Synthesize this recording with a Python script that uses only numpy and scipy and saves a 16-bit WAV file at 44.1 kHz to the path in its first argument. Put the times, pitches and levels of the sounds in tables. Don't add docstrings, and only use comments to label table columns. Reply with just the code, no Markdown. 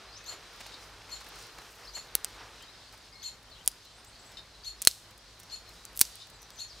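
import sys
import numpy as np
from scipy import signal
from scipy.fft import rfft, irfft
from scipy.io import wavfile
from scipy.ndimage import uniform_filter1d, map_coordinates

SR = 44100
rng = np.random.default_rng(int(sys.argv[2]) if len(sys.argv) > 2 else 0)


def gain_from_db(level_db):
    decades = np.asarray(level_db, float) / 20
    return 10 ** decades


def wrap_up_sound(samples):
    columns = np.atleast_2d(samples).T
    tamed = np.clip(columns, -1, 1)
    steps = np.round(tamed * 32767).astype(np.int16)
    wavfile.write(sys.argv[1], SR, steps)


N = 299880

# (frequency [Hz], level [dB per Hz])
RIVER_COLOUR = [(88, -33), (150, -7), (254, -12.5), (422, 0), (583, -4.5), (1280, -0.5), (2100, -6),
                (3830, -8.5), (6000, -11), (7800, -37.5), (13200, -120)]
# (frequency [Hz], level [dB per Hz])
AIR_COLOUR = [(15, -42), (25, 1), (76, -0.5), (309, -7.5), (394, -7), (545, -6.5), (754, -6), (1940, -8.5),
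              (2840, -15), (4490, -18.5), (9840, -26.5), (14800, -32.5), (16000, -47)]
# (frequency [Hz], level [dB per Hz])
LEAF_COLOUR = [(2500, -36), (5000, 3), (8000, -5), (12000, -11), (16000, -15.5)]
# (middle [s], length [s], rustle [dB])
STIRS = [(0.602, 1.1, -74), (1.378, 1.5, -70), (2.007, 1.3, -70.5), (2.396, 0.57, -75), (4.207, 0.32, -75),
         (5.594, 0.74, -75), (6.075, 0.16, -64), (6.75, 0.52, -78)]
# (frequency [Hz], bandwidth [Hz], level [dB])
RUMBLE_HUMS = [(40.95, 9.14, -72), (51.3, 10, -63.5), (103.6, 11, -69.5)]
# (frequency [Hz], level [dB per Hz])
WIDTH_COLOUR = [(30, 2.5), (90, -5.5), (300, -14), (700, -1.5), (1700, -1.5), (2800, -22.5)]
# (middle [s], length [s], rise
# [dB])
CHORUS_SWELLS = [(.1, 0.93, 2.5), (.65, 0.5, 3.5), (1.32, 0.74, 5.5), (2.7, 0.53, 2), (3.85, .4, 1),
                 (4.2, 0.25, 0.5), (4.83, 0.18, 3), (5.51, 0.17, 1.5), (6.16, 0.42, 4), (6.8, 0.33, 3)]
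# (start [s], length [s], first pitch [Hz], last pitch [Hz], level [dB])
GLIDES = [(.115, .02, 4050, 4750, -56), (.133, .035, 4700, 5450, -53), (.163, .02, 5300, 6600, -54),
          (1.84, .02, 4470, 5550, -57), (2.525, .09, 4020, 3700, -63), (2.63, .035, 4700, 3600, -60),
          (2.66, .05, 3550, 4200, -64), (2.82, .07, 3800, 4900, -68), (3.125, .022, 4700, 5530, -59),
          (3.51, .035, 4550, 3700, -58), (3.55, .03, 3100, 3680, -63), (3.585, .03, 2850, 3160, -62),
          (3.805, .022, 4500, 5400, -60), (4.125, .045, 4290, 4700, -66), (4.19, .02, 7500, 7950, -60),
          (4.21, .075, 7800, 7780, -66), (4.29, .02, 7550, 8000, -61), (5.655, .045, 4450, 4050, -58),
          (6.39, .065, 6150, 5800, -62), (6.565, .025, 6100, 6290, -59), (6.675, .055, 6380, 3990, -55)]
# (start [s], length [s], pitch [Hz], level [dB])
PIPES = [
    (.19, .14, 2565, -66),
    (3.11, .22, 2165, -66),
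]
# (start [s], lower voice [dB], upper voice [dB], upper voice pitch [ratio])
NEAR_CALLS = [(0.259, -45.5, -49, 1.01), (1.101, -46.5, -50, .995), (1.934, -47.5, -50, .98),
              (3.226, -44, -50, 1.005), (4.642, -43.5, -52, .995), (5.503, -43.5, -51.5, .985),
              (6.584, -44, -50, .97)]
# (time after start [s], lower voice [Hz], upper voice [Hz], effort [dB])
CALL_SHAPE = [
    (0, 2900, 5650, -14),
    (.008, 3800, 6600, -9),
    (.014, 4200, 7150, -4),
    (.022, 4370, 7480, 0),
    (.038, 4290, 7000, 0),
    (.05, 4220, 6970, -5),
    (.058, 4330, 7200, -2),
    (.062, 3600, 6600, -13),
    (.068, 2300, 5400, -19),
]
# (times lower [count], times upper [count], level [dB])
CALL_MIXED = [
    (1, 1, -15),
    (-1, 1, -17),
    (2, 0, -23),
]
# (start [s], level [dB])
CHIPS = [(0.718, -62.5), (4.369, -63), (6.2, -64)]
# (time after start [s], lower voice [Hz], upper voice [Hz], effort [dB])
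CHIP_SHAPE = [
    (0, 4680, 4980, 18),
    (.004, 3725, 5280, 15),
    (.021, 3670, 5120, 8),
    (.025, 4100, 4700, 18),
    (.029, 4020, 4270, -14),
]
# (times lower [count], times upper [count], level [dB])
CHIP_MIXED = [
    (-2, 2, -8),
    (.5, .5, -7),
]
# (start [s], length [s], edge pitch [Hz], top pitch [Hz], level [dB])
ARCHES = [(1.869, 0.032, 3930, 4850, -54), (2.598, 0.041, 2750, 3180, -60),
          (3.149, 0.092, 4100, 4430, -58.5), (3.947, 0.061, 7400, 9100, -67),
          (4.062, 0.045, 7160, 9250, -67)]
# (start [s], length [s], first pitch [Hz], last pitch [Hz], level [dB])
DROPS = [(6.335, .033, 7900, 6100, -64), (6.51, 0.045, 8070, 6600, -62.5)]
# (time [s], peak [dB], ring [Hz])
RUBS = [(0.241, -46, 6420), (0.6002, -46, 6000), (0.665, -40, 7320), (1.2054, -42, 6480),
        (1.2444, -44, 6200), (1.2862, -42, 12900), (1.356, -44, 8140), (1.3876, -42, 6320),
        (1.4244, -45, 7520), (1.4676, -42, 6130), (1.5828, -50, 6040), (1.718, -47, 6780),
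        (2.0702, -49.5, 6870), (2.6242, -44, 7720), (2.9253, -42.5, 6340), (2.9765, -46, 8700),
        (3.4295, -50, 10200), (3.5006, -49, 7190), (3.851, -43.5, 6000), (4.046, -42.5, 7040),
        (4.3183, -46, 6360), (5.1084, -42.5, 6040), (5.1774, -45.5, 9900), (5.3995, -37.5, 8360),
        (5.432, -42, 6190), (5.691, -44, 6400), (6.27, -43.5, 6330), (6.2997, -41.5, 9160),
        (6.4182, -41.5, 11000), (6.5588, -47, 6110)]
# (time [s], level [dB], length [s])
SCUFFS = [(0.3, -50.5, 0.064), (0.598, -46, 0.026), (0.657, -50.5, 0.016), (1.087, -52.5, 0.017),
          (1.2, -51, 0.028), (1.26, -50.5, 0.018), (1.58, -47, 0.013), (1.616, -51, 0.0095),
          (1.958, -47, 0.039), (2.056, -71, 0.029), (2.348, -60, 0.029), (2.55, -60, 0.022),
          (2.915, -56, 0.05)]
# (time [s], tearing [dB], tearing t60 [s], unringing share [dB], jolt in the hands [dB])
BREAKS = [
    (2.1524, 0.5, 0.0048, -12, -20),
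    (2.2459, -11, 0.0037, -15, -28.5),
    (3.6768, 0, 0.0035, -12, -26),
    (4.8730, 10, 0.0042, -19.5, -26),
    (6.013, 10.5, 0.0067, -10.5, -18),
]
# (frequency [Hz], bandwidth [Hz], level [dB])
PIECE_1 = [(2560, 510, -17.5), (4490, 220, 0.5), (5780, 280, -4.5), (6710, 220, -9.5), (7800, 250, -13),
           (8440, 570, -10.5), (10300, 270, 7.5), (12000, 490, 5), (12500, 240, -11), (13600, 830, -5),
           (15100, 190, -10.5), (15500, 380, -16)]
PIECE_2 = [(3920, 240, -16), (4970, 100, 1), (6320, 1400, -7), (8750, 810, 5.5), (13000, 1040, -20)]
PIECE_3 = [(1307, 430, -9), (4360, 87, -12.5), (5460, 580, -5.5), (7100, 120, -5), (7270, 310, -6),
           (8350, 260, -3), (9460, 600, 4), (10200, 550, -1.5), (11600, 220, -20), (12500, 380, -5),
           (14200, 240, -9), (15980, 410, -10)]
PIECE_4 = [(2660, 510, -26), (3290, 83, -18), (4334, 290, 0), (5360, 290, -5.5), (6600, 390, -8),
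           (7870, 930, -7.5), (8400, 260, -13), (9430, 320, -18), (9530, 220, -15), (11000, 220, -18.5),
           (12700, 290, -16.5), (14900, 390, -23)]
PIECE_5 = [(2780, 680, -11.5), (4750, 220, 1.5), (5940, 680, -1), (7085, 300, -0.5), (7795, 340, -1.5),
           (8580, 890, -6.5), (9150, 800, -11), (10500, 600, -3.5), (11840, 130, -14), (12540, 620, -4),
           (14700, 130, -17), (14700, 490, -9.5)]
THUMPS_HZ = [420, 700, 810, 630, 276]
GROUND_DB = [-25, -15, -14, -18, -16.5]
# (time [s], peak [dB], ring [Hz], t60 [s])
FIBRES = [(3.641, -51, 9000, 0.0055), (3.65, -45, 14000, 0.0064), (3.661, -29.5, 8970, 0.0048),
          (4.8189, -12, 10200, 0.0026), (4.8228, -18, 7500, 0.0045), (4.8506, -10, 9160, 0.001),
          (5.8525, -24, 7800, 0.004), (5.9525, -42, 9100, 0.0067), (5.960, -33, 10900, 0.0029),
          (5.9662, -30, 11600, 0.0035), (5.9745, -16.5, 13800, 0.0049), (5.9778, -48, 12100, .003),
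          (5.983, -44, 12000, 0.0033), (5.9931, -13, 9000, 0.00203), (5.9988, -20.5, 12500, 0.0036),
          (6.0082, -9, 8960, 0.001), (6.1555, -32.5, 10100, 0.0093), (6.4295, -37, 5950, 0.0054),
          (6.5045, -33, 5000, 0.0036), (5.3935, -45, 12000, .004), (5.931, -44, 11000, .004)]

RIVER_NEAR_DB, RIVER_FAR_DB, TURN_START_S, TURN_END_S = -54, -64, 2.48, 3.02
AIR_DB, STILL_LEAVES_DB, CHORUS_DB = -58.5, -80.5, -60
CRACKLES_PER_S, CRACKLE_SHARE = 270, 0.38
LEAD_DB, LEAD_S, OVERTONE_DB = 13, 0.0096, -31.5
TREES_T60_S, RUB_T60_S = 0.19, 0.026
CRACK_OVER_TEARING, RING_WIDENING = 5, 1.3
KNOCK_HZ = 1550
GROUND_ECHO_S, GROUND_SMEAR_S, FLAT_GROUND = 0.0059, 0.015, 5.6


def rms_one(x):
    return x / np.sqrt(np.mean(x ** 2) + 1e-20)


def drift(rate_hz, size=N):
    knots = rng.standard_normal(size // 40 + 4)
    return rms_one(map_coordinates(knots, [np.arange(size) / SR * rate_hz + 1], order=1))


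def resonate(x, hz, width_hz):
    r = np.exp(-np.pi * width_hz / SR)
    feedback = [1, -2 * r * np.cos(2 * np.pi * hz / SR), r * r]
    return signal.lfilter([(1 - r * r) / 2, 0, (r * r - 1) / 2], feedback, x)


def cut(x, hz, kind, order=2):
    return signal.sosfilt(signal.butter(order, hz, kind, fs=SR, output="sos"), x)


def add(track, s, sound):
    i = round(s * SR)
    track[i:i + len(sound)] += sound[:N - i]


def dying(t60, size):
    return rng.standard_normal(size) * gain_from_db(-60 * np.arange(size) / SR / t60)


def evened(burst):
    spectrum = rfft(burst)
    power = uniform_filter1d(abs(spectrum) ** 2, size=15)
    return irfft(spectrum / np.sqrt(power), len(burst))


def bumps(rows):
    t = np.arange(N) / SR
    return sum(height * np.cos(np.pi * np.clip((t - s) / length, -.5, .5)) ** 2 for s, length, height in rows)


def hiss(spectrum, patchy_db):
    hz, db = np.transpose(spectrum)
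    log_hz = np.log(np.fft.rfftfreq(N, 1 / SR) + 1)
    colour = rfft(rng.standard_normal(N)) * gain_from_db(np.interp(log_hz, np.log(hz), db))
    region = np.interp(log_hz, np.log(hz[[0, -1]]), [0, 2])
    together = drift(12.0)
    total = np.zeros(N)
    for k in range(3):
        band = irfft(colour * np.clip(1 - abs(region - k), 0, 1), N)
        total += band * gain_from_db(patchy_db * (1.6 * together + drift(17.0)))
    return rms_one(total)


def scatter(x, t60, start_s, alike):
    mid, side = (dying(t60, size=SR // 2) for k in range(2))
    tails = np.array([mid + (1 - alike) * side, mid - (1 - alike) * side])
    late = np.pad(x, (round(start_s * SR), 0))[:N]
    return signal.fftconvolve(late[None], tails / np.sqrt(np.sum(mid ** 2)), axes=1)[:, :N]


def river():
    born = rng.random(N) < 700 / SR * gain_from_db(4.0 * drift(9.0))
    sizes = gain_from_db(2.0 * np.minimum(rng.exponential(1, N), 4)) * rng.choice([-1, 1], N) * born
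    dealt = rng.integers(0, 12, N)
    bubbles = np.zeros(N)
    for k, hz in enumerate(np.geomspace(300, 2600, 12)):
        bubbles += resonate(sizes * (dealt == k) + 1e-18, hz, hz / 7.0)
    level_db = np.interp(np.arange(N) / SR, [TURN_START_S, TURN_END_S], [RIVER_NEAR_DB, RIVER_FAR_DB])
    return gain_from_db(level_db) * rms_one(hiss(RIVER_COLOUR, 1.3) + .6 * rms_one(bubbles))


def air():
    return gain_from_db(AIR_DB) * cut(hiss(AIR_COLOUR, 0.93), 34, "high")


def leaves():
    born = rng.random(N) < CRACKLES_PER_S / SR * gain_from_db(6.0 * drift(11.0))
    sizes = gain_from_db(3.0 * np.minimum(rng.exponential(1, N), 4)) * born
    crackle = signal.lfilter([1], [1, -.985], sizes) * rng.standard_normal(N)
    crackle = rms_one(cut(crackle, [5500, 14500], "band"))
    rustle = rms_one(hiss(LEAF_COLOUR, 1.8) + CRACKLE_SHARE * crackle)
    stirred = gain_from_db(STILL_LEAVES_DB) + bumps([(s, length, gain_from_db(db)) for s, length, db in STIRS])
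    return gain_from_db(6.5) * stirred * rustle


def rumble():
    out = np.zeros(N)
    for hz, width, db in RUMBLE_HUMS:
        hum = resonate(resonate(rng.standard_normal(N), hz, width), hz, width)
        out += gain_from_db(db) * rms_one(hum)
    return out


def width_hiss():
    return gain_from_db(-81.5) * cut(hiss(WIDTH_COLOUR, .8), 40, "high") * [[1], [-1]]


def chorus(count=400):
    notes = np.zeros(N)
    for s, pitch, glide, length, level in rng.random((count, 5)):
        t = np.arange(0, .02 + 0.089 * length, 1 / SR)
        hz = 3100 + 2500 * pitch + 1500 * (glide - .5) * t / t[-1]
        note = np.hanning(len(t)) * np.sin(2 * np.pi * np.cumsum(hz) / SR)
        add(notes, s * N / SR, gain_from_db(16 * level) * note)
    blurred = rms_one(scatter(notes, t60=0.34, start_s=0, alike=.45))
    haze = [(1500, -32.5), (2600, -9), (4200, -2.0), (6000, -9), (9000, -16.0), (14000, -31)]
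    mid, side = (hiss(haze, 0.75) for k in range(2))
    level_db = CHORUS_DB + bumps(CHORUS_SWELLS) + 1.9
    return gain_from_db(level_db) * rms_one(0.53 * blurred + mid + 0.51 * side * [[1], [-1]])


def whistle(length, hz_of, db, fade_db=0, flicker_db=3.0, unsteady=0.012):
    share = np.arange(0, length, 1 / SR) / length
    level_db = db + fade_db * (share - .5) + flicker_db * drift(61.0, size=len(share))
    window = signal.windows.tukey(len(share), .25)
    hz = hz_of(share) * (1 + unsteady * drift(256.0, size=len(share)))
    return np.sqrt(2) * gain_from_db(level_db) * window * np.sin(2 * np.pi * np.cumsum(hz) / SR)


def whistlers():
    out = np.zeros(N)
    for s, length, first, last, db in GLIDES:
        add(out, s, whistle(length, lambda share: first + (last - first) * share, db))
    for s, length, hz, db in PIPES:
        steady = lambda share: np.full_like(share, hz)
        add(out, s, whistle(length, steady, db, fade_db=-7, flicker_db=2.5, unsteady=.002))
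    for s, length, edge, top, db in ARCHES:
        arch = lambda share: edge + (top - edge) * np.sin(np.pi * share ** 1.8) ** 0.72
        add(out, s, whistle(length, arch, db, fade_db=-8))
    for s, length, first, last, db in DROPS:
        add(out, s, whistle(length, lambda share: first + (last - first) * share ** 2.2, db))
    return out


def path(rows):
    s, *columns = np.transpose(rows)
    t = np.arange(s[0], s[-1], 1 / SR)
    return [np.interp(t, s, c) for c in columns] + [signal.windows.tukey(len(t), .15)]


def two_voices(shape, low_db, high_db, mixed, lead_db=0, ratio=1):
    low_hz, high_hz, effort_db, window = path(shape)
    size = len(window)
    wobble = lambda share: 1 + share * drift(300.0, size=size)
    low = 2 * np.pi * np.cumsum(low_hz * wobble(.01)) / SR
    high = 2 * np.pi * np.cumsum(ratio * high_hz * wobble(.013)) / SR
    lead_db = lead_db * np.exp(-(np.arange(size) / SR / LEAD_S) ** 2)
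    tones = gain_from_db(low_db) * np.sin(low) + gain_from_db(high_db + lead_db) * np.sin(high)
    tones += gain_from_db(high_db + OVERTONE_DB + 3.0 * lead_db) * np.sin(2 * high)
    for a, b, db in mixed:
        tones += gain_from_db((low_db + high_db) / 2 + db) * np.sin(a * low + b * high)
    breath = cut(rng.standard_normal(size), [2800, 8500], "band")
    tones += gain_from_db(low_db - 11.0) * breath
    return np.sqrt(2) * tones * gain_from_db(effort_db + 2.9 * drift(110.0, size=size)) * window


def near_bird():
    out = np.zeros(N)
    for s, low_db, high_db, ratio in NEAR_CALLS:
        add(out, s, two_voices(CALL_SHAPE, low_db, high_db, CALL_MIXED, LEAD_DB, ratio))
        puff = resonate(resonate(rng.standard_normal(500), 4460, 1000), 4460, 1000) * np.hanning(500)
        add(out, s - .009, gain_from_db(low_db + 7) * puff)
    return out


def chipping_bird():
    out = np.zeros(N)
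    for s, db in CHIPS:
        add(out, s, two_voices(CHIP_SHAPE, db, db - 6.5, CHIP_MIXED))
    return out


def birds():
    others = whistlers() + chipping_bird()
    near = near_bird()
    left = gain_from_db(3.0) * near + gain_from_db(2.5) * others
    right = gain_from_db(-4.5) * np.roll(near, 1) + gain_from_db(-4.0) * np.roll(others, 1)
    into_trees = gain_from_db(1.5) * near + gain_from_db(-2.0) * others
    return np.array([left, right]) + scatter(into_trees, t60=TREES_T60_S, start_s=.003, alike=0.53)


def ticks(rows, broad_db, low_hz):
    out = np.zeros(N)
    for s, db, hz, t60 in rows:
        burst = evened(dying(t60, size=1500))[:1200]
        sound = resonate(burst, hz, 0.34 * hz) + gain_from_db(broad_db) * cut(burst, low_hz, "high")
        add(out, s, gain_from_db(db) * sound / abs(sound).max())
    return out


def rubs():
    return ticks([(s, db, hz, RUB_T60_S) for s, db, hz in RUBS], broad_db=-3.5, low_hz=3500)


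def scuffs():
    out = np.zeros(N)
    for s, db, length in SCUFFS:
        puff = cut(rng.standard_normal(4000), [400, 2500], "band", order=1)[:round(length * SR)]
        add(out, s, gain_from_db(db + 12.0) * puff * np.hanning(len(puff)))
    return out


def ring_piece(x, piece, bare_db):
    ringing = sum(gain_from_db(db) * resonate(x, hz, RING_WIDENING * width) for hz, width, db in piece)
    return ringing, gain_from_db(bare_db) * cut(x, [3200, 15000], "band")


def breaks():
    out, bare, below = np.zeros((3, N))
    t = np.arange(1500) / SR
    crack = 1. * (t == 0)
    pieces = [PIECE_1, PIECE_2, PIECE_3, PIECE_4, PIECE_5]
    for row, thump_hz, ground_db, piece in zip(BREAKS, THUMPS_HZ, GROUND_DB, pieces):
        s, db, t60, bare_db, thump_db = row
        burst = rng.standard_normal(1500) + CRACK_OVER_TEARING * crack
        tearing = evened(burst * gain_from_db(-60 * (t / t60) ** 1.12)) * (t < .02)
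        ringing, unringing = ring_piece(tearing, piece, bare_db)
        sound = 0.78 * ringing + unringing
        gain = gain_from_db(db) / abs(sound).max()
        add(out, s, gain * sound)
        add(below, s + GROUND_ECHO_S, gain_from_db(ground_db) * gain * sound)
        ringing, unringing = ring_piece(crack, piece, bare_db)
        add(bare, s, gain * (0.11 * ringing + unringing))
        thump = resonate(crack, thump_hz, 0.41 * thump_hz)
        thump += .9 * resonate(crack, KNOCK_HZ, 600)
        thump += 0.162 * cut(crack, [60, 1300], "band", order=1)
        add(out, s + 0.0012, gain_from_db(thump_db) * thump / abs(thump).max())
    return out, bare, below


def ground_echo(below):
    litter = evened(dying(GROUND_SMEAR_S, size=1500) + FLAT_GROUND * (np.arange(1500) == 0))
    smeared = np.convolve(below, litter / np.sqrt(np.sum(litter ** 2)))[:N]
    return cut(smeared, 7500, "low", order=1)


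def fibres():
    return ticks(FIBRES, broad_db=-10.5, low_hz=3550)


def twigs():
    small = rubs()
    soft = scuffs()
    snaps, bare, below = breaks()
    small = small + fibres()
    source = bare + small
    near = scatter(source, t60=0.057, start_s=0.0032, alike=1.0)
    far = scatter(cut(source, [2000, 9000], "band", order=1), t60=.45, start_s=.01, alike=.8)
    return snaps + small + soft + ground_echo(below) + gain_from_db(-14.5) * near + gain_from_db(-19.5) * far


def scene():
    centre = river() + air() + leaves() + rumble()
    return centre + width_hiss() + chorus() + birds() + twigs()


def roll_off(x):
    return signal.sosfilt(signal.butter(12, 16480, fs=SR, output="sos"), x)


def record(dry):
    top_cut = signal.sosfilt(signal.cheby2(10, 40, 16350, fs=SR, output="sos"), dry)
    return roll_off(np.clip(top_cut, -1, 1))


dry = scene()
out = record(dry)
wrap_up_sound(out)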